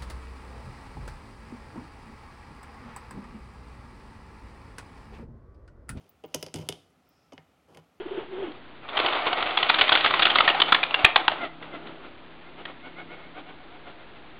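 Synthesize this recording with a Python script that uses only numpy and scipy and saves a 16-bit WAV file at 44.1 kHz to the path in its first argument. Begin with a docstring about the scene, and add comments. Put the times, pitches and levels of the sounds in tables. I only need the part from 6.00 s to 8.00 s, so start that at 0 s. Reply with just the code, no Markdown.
"""Puzzle pieces on a table

Cardboard puzzle pieces are handled on a hard table in a small, quiet room. Each contact
is a dry click of card, a knock of the tabletop and a low thump of the whole table.
One piece is pushed along, scraping over the grain, and snaps down flat.
After a pause come a few soft touches and a light slide."""
import sys
import numpy as np
from scipy import signal
from scipy.fft import rfft, irfft
from scipy.io import wavfile
from scipy.ndimage import uniform_filter1d

SR = 44100
rng = np.random.default_rng(int(sys.argv[2]) if len(sys.argv) > 2 else 0)


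def persist_wave(psi):
    """Save psi, clipped to +-1, as 16-bit WAV."""
    counts = np.round(np.clip(psi, -1, 1) * 32767).astype(np.int16)
    wavfile.write(sys.argv[1], SR, np.atleast_2d(counts).T)


N = 88200
T = np.arange(SR // 2) / SR  # half a second of time for one short sound

# The room's steady hush. Each row: frequency in Hz, relative level in dB.
HUSH_COLOUR = [(15, -85), (25, -36.5), (50, -9.5), (70, 0), (110, -8), (180, -2), (215, -8.5), (260, -1),
               (330, -7.5), (430, -9), (650, -10), (780, -8), (960, -16), (1330, -10), (1550, -18.5),
               (2500, -18.5), (5140, -28), (8140, -32), (16000, -36)]
# Echoes from things close by. Each row: delay in seconds, level in dB.
EARLY_ECHOES = [(.0052, -24), (.0083, -17.5), (0.0124, -22), (0.0153, -23)]
# How long the room rings. Each row: frequency in Hz, seconds to fade by 60 dB.
ROOM_FADE = [(100, 0.56), (400, 0.4075), (1500, 0.15), (3200, 0.38), (7000, 0.44), (15000, 0.35)]
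# The tone of the room's echo. Each row: frequency in Hz, gain in dB.
ROOM_COLOUR = [(80, -14.5), (400, -13), (1000, -5), (2000, -9), (2700, -13), (3300, -14), (4000, -12.5),
               (6000, -18.5), (10000, -19), (15000, -20.5)]
# A fingertip's stroke: start in seconds, length in seconds, level in dB, centre in Hz, width in Hz.
FINGER_BRUSH = (1.01, .34, -77.5, 5250, 400)
# Thin, very high squeaks. Each row: start in seconds, level in dB.
HIGH_SQUEAKS = [(0.092, -60.5), (0.26, -63.5), (.408, -68), (1.088, -70)]
# Pushes of a piece. Each row: start in seconds, length in seconds, scrape level in dB,
# rub level in dB, judder level in dB, change of level over the stroke in dB.
PUSHES = [(.0, 0.14, -69, -62, -62.5, -15), (.27, .07, -75.5, -69, -80, 8),
          (0.546, .08, -48.5, -42, -36.5, -6.5), (0.624, 0.056, -61, -52, -48, -4.5),
          (1.676, 0.12, -73, -60.5, -72, 5)]
# The whole table's low tones. 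Each row: pitch in Hz, relative level in dB, seconds to fade by 60 dB.
TABLE_TONES = [(75.2, -14, 0.32), (97.5, 3, 0.27), (115, -5.5, 0.1574), (160.5, 7.5, 0.23),
               (177, -11.5, 0.13)]
# The tabletop's tones. Each row: pitch in Hz, relative level in dB, seconds to fade by 60 dB.
TABLETOP_TONES = [(262.3, -3.5, 0.074), (285.8, -3.5, .11), (358.5, -4.5, 0.045), (425, 2, .06),
                  (528.4, 2.5, 0.031), (614, 2, 0.044), (687, -11, 0.016), (776, -4.5, .07),
                  (872, -11, 0.071), (975, -13, 0.11)]
# A piece's own tones. Each row: pitch in Hz, relative level in dB, seconds to fade by 60 dB.
PIECE_TONES = [(2096, -4.5, 0.055), (2530, -6.5, 0.16), (2943, 2, 0.17), (3150, -2, .06), (3355, -5.5, .08),
               (3477, 0.5, .08), (4570, 0, 0.029), (5050, -10.5, 0.051), (5500, -5.5, .05),
               (5840, -14, .05), (6180, -4.5, 0.018)]
# The dull sound of a knock. 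Each row: frequency in Hz, gain in dB.
KNOCK_COLOUR = [(60, -30.5), (180, -6), (280, -1.5), (450, 0.5), (650, -3.5), (1000, -10), (1500, -14.5),
                (3000, -32.5), (8000, -64)]
# The dry sound of card. Each row: frequency in Hz, gain in dB.
CARD_COLOUR = [(200, -25), (700, 2), (1150, -4), (1400, -0.5), (1750, -5), (2150, 3.5), (2350, 0),
               (3050, 7), (3500, -0.5), (4050, -4), (5000, 2.5), (5500, -0.5), (6500, 0), (7000, -5),
               (8000, -6), (10000, 0.5), (11700, -8.5), (12800, -4), (16000, -8)]
# Contacts with the table. Each row: start in seconds, click level in dB, click decay in seconds,
# click's boosted pitch in Hz, treble tilt in dB per octave, treble cutoff in Hz, ring level in dB
# relative to the click, knock level in dB, knock's boosted pitch in Hz, thump level in dB.
CONTACTS = [(0.0904, -74.5, 0.0034, 9000, 3, 15000, -22, -82, 400, -78.5),
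            (0.2374, -59, 0.0073, 2900, -4, 11700, -12, -43, 558, -81),
            (0.2439, -60, 0.0039, 2900, -18, 9000, -11, -46.5, 454, -57),
            (.2495, -60, 0.0029, 3070, -8, 12000, -18, -50.5, 317, -86),
            (.3418, -41.5, .0011, 2600, -7, 14000, -17, -62, 700, -93),
            (.3450, -33, 0.00075, 6170, 2.5, 12600, -14.5, -34.5, 423.5, -45.5),
            (0.3586, -66, .0012, 8440, 2, 12000, -15.5, -52.5, 297, -50),
            (0.4267, -40.5, 0.0033, 5000, 0, 13200, -11, -41, 420, -49.5),
            (0.4632, -49.5, 0.0024, 5000, -1.5, 11000, -10, -46, 480, -66),
            (0.4836, -59, 0.0011, 5000, -9.5, 12000, -11, -59, 460, -59),
            (0.5407, -41.5, 0.0013, 8100, 0.5, 9100, -16.5, -39.5, 316, -71),
            (0.558, -49, 0.0057, 5300, 0, 13000, -1.5, -62, 300, -51.5),
            (0.561, -63.5, 0.0033, 5770, -11, 11000, -8, -44, 330, -52),
            (.5890, -66, 0.0018, 5450, -9, 15000, -31, -51, 300, -46),
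            (0.624, -63, .002, 5500, -11, 11000, -10, -55, 281, -71),
            (0.6882, -33, 0.0011, 3360, 2, 10700, -12, -37, 410, -43),
            (0.7236, -44.5, 0.0033, 3560, -2, 8900, -14.5, -49.5, 400, -57),
            (.9030, -83.5, .001, 8520, 5, 10940, -17.5, -74, 400, -84),
            (1.3216, -58, 0.0071, 1196, -7.5, 7600, -2.5, -50.5, 600, -66),
            (1.332, -67.5, 0.0028, 5800, 10.5, 7660, -2, -49.5, 280, -58.5),
            (1.3783, -52.5, 0.00092, 1800, -4.5, 4440, -27, -55.5, 680, -54.5),
            (1.7471, -61.5, 0.0071, 2400, -3.5, 13500, -9, -72, 550, -59),
            (1.7719, -57, 0.00095, 1700, -3.5, 14000, -11, -54, 590, -53)]

HUSH_DB, ROOM_DELAY_S = -66.5, 0.006
SQUEAK_HZ, SQUEAK_WIDTH_HZ = 15450, 220
SLIDE_RISE_S, SLIDE_FALL_S = 0.0095, 0.0091
GRAINS_PER_S, GRAIN_SPREAD_DB, CLUMP_S, CLUMP_DB = 4000, 3, 0.003, 2.5
JUDDER_DB_PER_OCTAVE = -5  # a slow push favours the lowest tones
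THUMP_RISE_S, KNOCK_DELAY_S, KNOCK_RISE_S, TABLETOP_DB = 0.0055, 0.0012, 0.002, -0.5
CLICK_RISE_S, SETTLE_DELAY_S, SETTLE_DB = 0.0009, 0.0026, -6.5


def amp(db):
    """Turns decibels into a gain."""
    return 10 ** (np.asarray(db) / 20)


def unit_level(x):
    """Scales a sound to an average (rms) level of 1."""
    return x / np.sqrt(np.mean(x ** 2) + 1e-30)


def unit_hit(x):
    """Scales a short sound to the energy of 20 ms at level 1."""
    return x / np.sqrt(np.sum(x ** 2) / (0.02 * SR) + 1e-30)


def look_up(table, hz):
    """Reads between a table's rows, with frequency spaced in octaves."""
    row_hz, value = np.transpose(table)
    return np.interp(np.log(hz + 1), np.log(row_hz + 1), value)


def add(mix, start, sound):
    """Mixes a sound in at a start time in seconds."""
    part = mix[max(round(start * SR), 0):][:len(sound)]
    part += sound[:len(part)]


def coloured(x, curve):
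    """Filters a sound by curve(hz) in dB, with nothing heard before the sound starts."""
    hz = abs(np.fft.fftfreq(4096, 1 / SR))
    log_gain = np.log(amp(curve(hz)))
    response = np.fft.ifft(np.exp(np.conj(signal.hilbert(log_gain)))).real
    return signal.fftconvolve(x, response[:len(response) // 2])[:len(x)]


def boost(hz, centre_hz, db, octaves):
    """A bell-shaped lift in dB: the place of contact favours one range of pitch."""
    return db * np.exp(-0.5 * (np.log2((hz + 1) / centre_hz) / octaves) ** 2)


def burst(rise_s, decay_s):
    """A brief rattle of contact, about equally strong at all frequencies."""
    shape = np.minimum(T / rise_s, 1) * np.exp(-np.maximum(T - rise_s, 0) / decay_s)
    x = shape * rng.standard_normal(len(T))
    for _ in range(4):  # even out the frequencies, then make it brief again
        flat = irfft(np.exp(1j * np.angle(rfft(x))), len(T))
        x = np.sqrt(shape) * flat
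    return x


def ring(tones):
    """The tones of a struck plate, each fading at its own speed."""
    return sum(amp(db - 60 * T / fade_s) * np.sin(2 * np.pi * hz * T) for hz, db, fade_s in tones)


def hush():
    """The quiet, steady noise of the room."""
    gain = amp(look_up(HUSH_COLOUR, np.fft.rfftfreq(N, 1 / SR)))
    return amp(HUSH_DB) * unit_level(irfft(rfft(rng.standard_normal(N)) * gain, N))


def room_echoes(x):
    """A few early echoes and a dense tail that dies at its own speed at each frequency."""
    hz, t, spectrum = signal.stft(rng.standard_normal(len(T)), SR, nperseg=256)
    fade = amp(-60 * t / look_up(ROOM_FADE, hz)[:, None])
    tail = signal.istft(spectrum * fade, SR, nperseg=256)[1]
    tail = coloured(tail / np.linalg.norm(tail), lambda f: look_up(ROOM_COLOUR, f))
    out = np.zeros(N)
    add(out, ROOM_DELAY_S, signal.fftconvolve(x, tail))
    for delay, db in EARLY_ECHOES:
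        add(out, delay, amp(db) * x)
    return out


def finger_brush():
    """A fingertip brushes along: a faint, narrow hiss that swells and fades."""
    start, length, db, centre_hz, width_hz = FINGER_BRUSH
    noise = rng.standard_normal(N)
    hiss = coloured(noise, lambda hz: -20 * np.log10(1 + ((hz - centre_hz) / width_hz) ** 2))
    progress = np.clip((np.arange(N) / SR - start) / length, 0, 1)
    return amp(db) * unit_level(hiss) * np.sin(np.pi * progress)


def squeaks():
    """Faint, narrow chirps at the top of the treble."""
    def band(hz):
        return -20 * np.log10(1 + np.minimum(abs(hz - SQUEAK_HZ) / SQUEAK_WIDTH_HZ, 20) ** 2)
    out = np.zeros(N)
    for start, db in HIGH_SQUEAKS:
        chirp = coloured(burst(rise_s=0.0019, decay_s=0.0051), band)
        add(out, start, amp(db) * unit_hit(chirp))
    return out


def slides():
    """Card slips over the grain in tiny clicks: the piece scrapes, the top rubs, the table judders."""
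    def dull_card(hz):
        return look_up(CARD_COLOUR, hz) - 3 * np.log2(np.maximum(hz / 3000, 1)) - 5 * hz / 10000
    held_tones = [(hz, db + JUDDER_DB_PER_OCTAVE * np.log2(hz / TABLE_TONES[0][0]), np.inf)
                  for hz, db, _ in TABLE_TONES]
    judder = unit_level(ring(held_tones))
    out = np.zeros(N)
    for start, length, scrape_db, rub_db, judder_db, change_db in PUSHES:
        gate = np.clip(T / SLIDE_RISE_S, 0, 1) * np.clip((length - T) / SLIDE_FALL_S + 1, 0, 1)
        stroke = gate * amp(change_db * np.minimum(T / length, 1))
        sizes = amp(GRAIN_SPREAD_DB * np.minimum(rng.exponential(1, len(T)), 3))
        slips = sizes * rng.choice([-1, 1], len(T)) * (rng.random(len(T)) < GRAINS_PER_S / SR)
        clumps = unit_level(uniform_filter1d(rng.standard_normal(len(T)), round(CLUMP_S * SR)))
        scrape = unit_level(coloured(slips * amp(CLUMP_DB * clumps), dull_card))
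        rub = unit_level(coloured(slips, lambda hz: look_up(KNOCK_COLOUR, hz)))
        friction = amp(scrape_db) * scrape + amp(rub_db) * rub + amp(judder_db) * judder
        add(out, start, stroke * friction)
    return out


def thump():
    """The whole table swings into its low tones, more slowly than the top."""
    return unit_hit(ring(TABLE_TONES) * (1 - np.exp(-(T / THUMP_RISE_S) ** 2)))


def knock(centre_hz):
    """The tabletop answers with a dull knock and its short tones."""
    contact = burst(KNOCK_RISE_S, decay_s=0.012)
    thud = unit_hit(coloured(contact, lambda hz: look_up(KNOCK_COLOUR, hz)))
    tones = unit_hit(ring(TABLETOP_TONES) * np.minimum(T / KNOCK_RISE_S, 1))
    both = thud + amp(TABLETOP_DB) * tones
    return unit_hit(coloured(both, lambda hz: boost(hz, centre_hz, db=11.5, octaves=0.6)))


def click(decay_s, centre_hz, tilt_db, cutoff_hz, ring_db):
    """A card edge strikes, the rest of the piece lands just after, and the piece rings briefly."""
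    def colour(hz):
        tilt = tilt_db * np.log2(np.maximum(hz / 2500, 1))
        treble_cut = 10 * np.log10(1 + (hz / cutoff_hz) ** 8)
        return look_up(CARD_COLOUR, hz) + boost(hz, centre_hz, db=8.5, octaves=0.18) + tilt - treble_cut
    contact = unit_hit(burst(CLICK_RISE_S, decay_s))
    settle = unit_hit(burst(CLICK_RISE_S, decay_s=0.00203))
    add(contact, SETTLE_DELAY_S, amp(SETTLE_DB) * settle)
    ringing = unit_hit(coloured(ring(PIECE_TONES), colour))
    return unit_hit(coloured(contact, colour)) + amp(ring_db) * ringing


def taps():
    """A piece meets the table: first the click, then the knock and the thump."""
    out = np.zeros(N)
    for start, click_db, *click_settings, knock_db, knock_hz, thump_db in CONTACTS:
        add(out, start, amp(click_db) * click(*click_settings))
        add(out, start + KNOCK_DELAY_S, amp(knock_db) * knock(knock_hz) + amp(thump_db) * thump())
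    return out


def scene():
    """The pieces on the table, their echoes and the hush, in one channel."""
    near = taps() + slides() + squeaks() + finger_brush()
    return (near + room_echoes(near) + hush())[None]


def record(dry):
    """The microphone cuts the bass below 55 Hz; the treble ends at 16100 Hz."""
    bass_cut = signal.butter(4, 55, "high", fs=SR, output="sos")
    treble_cut = signal.firwin(401, 16100, window=("kaiser", 8), fs=SR)
    return signal.oaconvolve(signal.sosfilt(bass_cut, dry), treble_cut[None], "same")


dry = scene()
out = record(dry)
persist_wave(out)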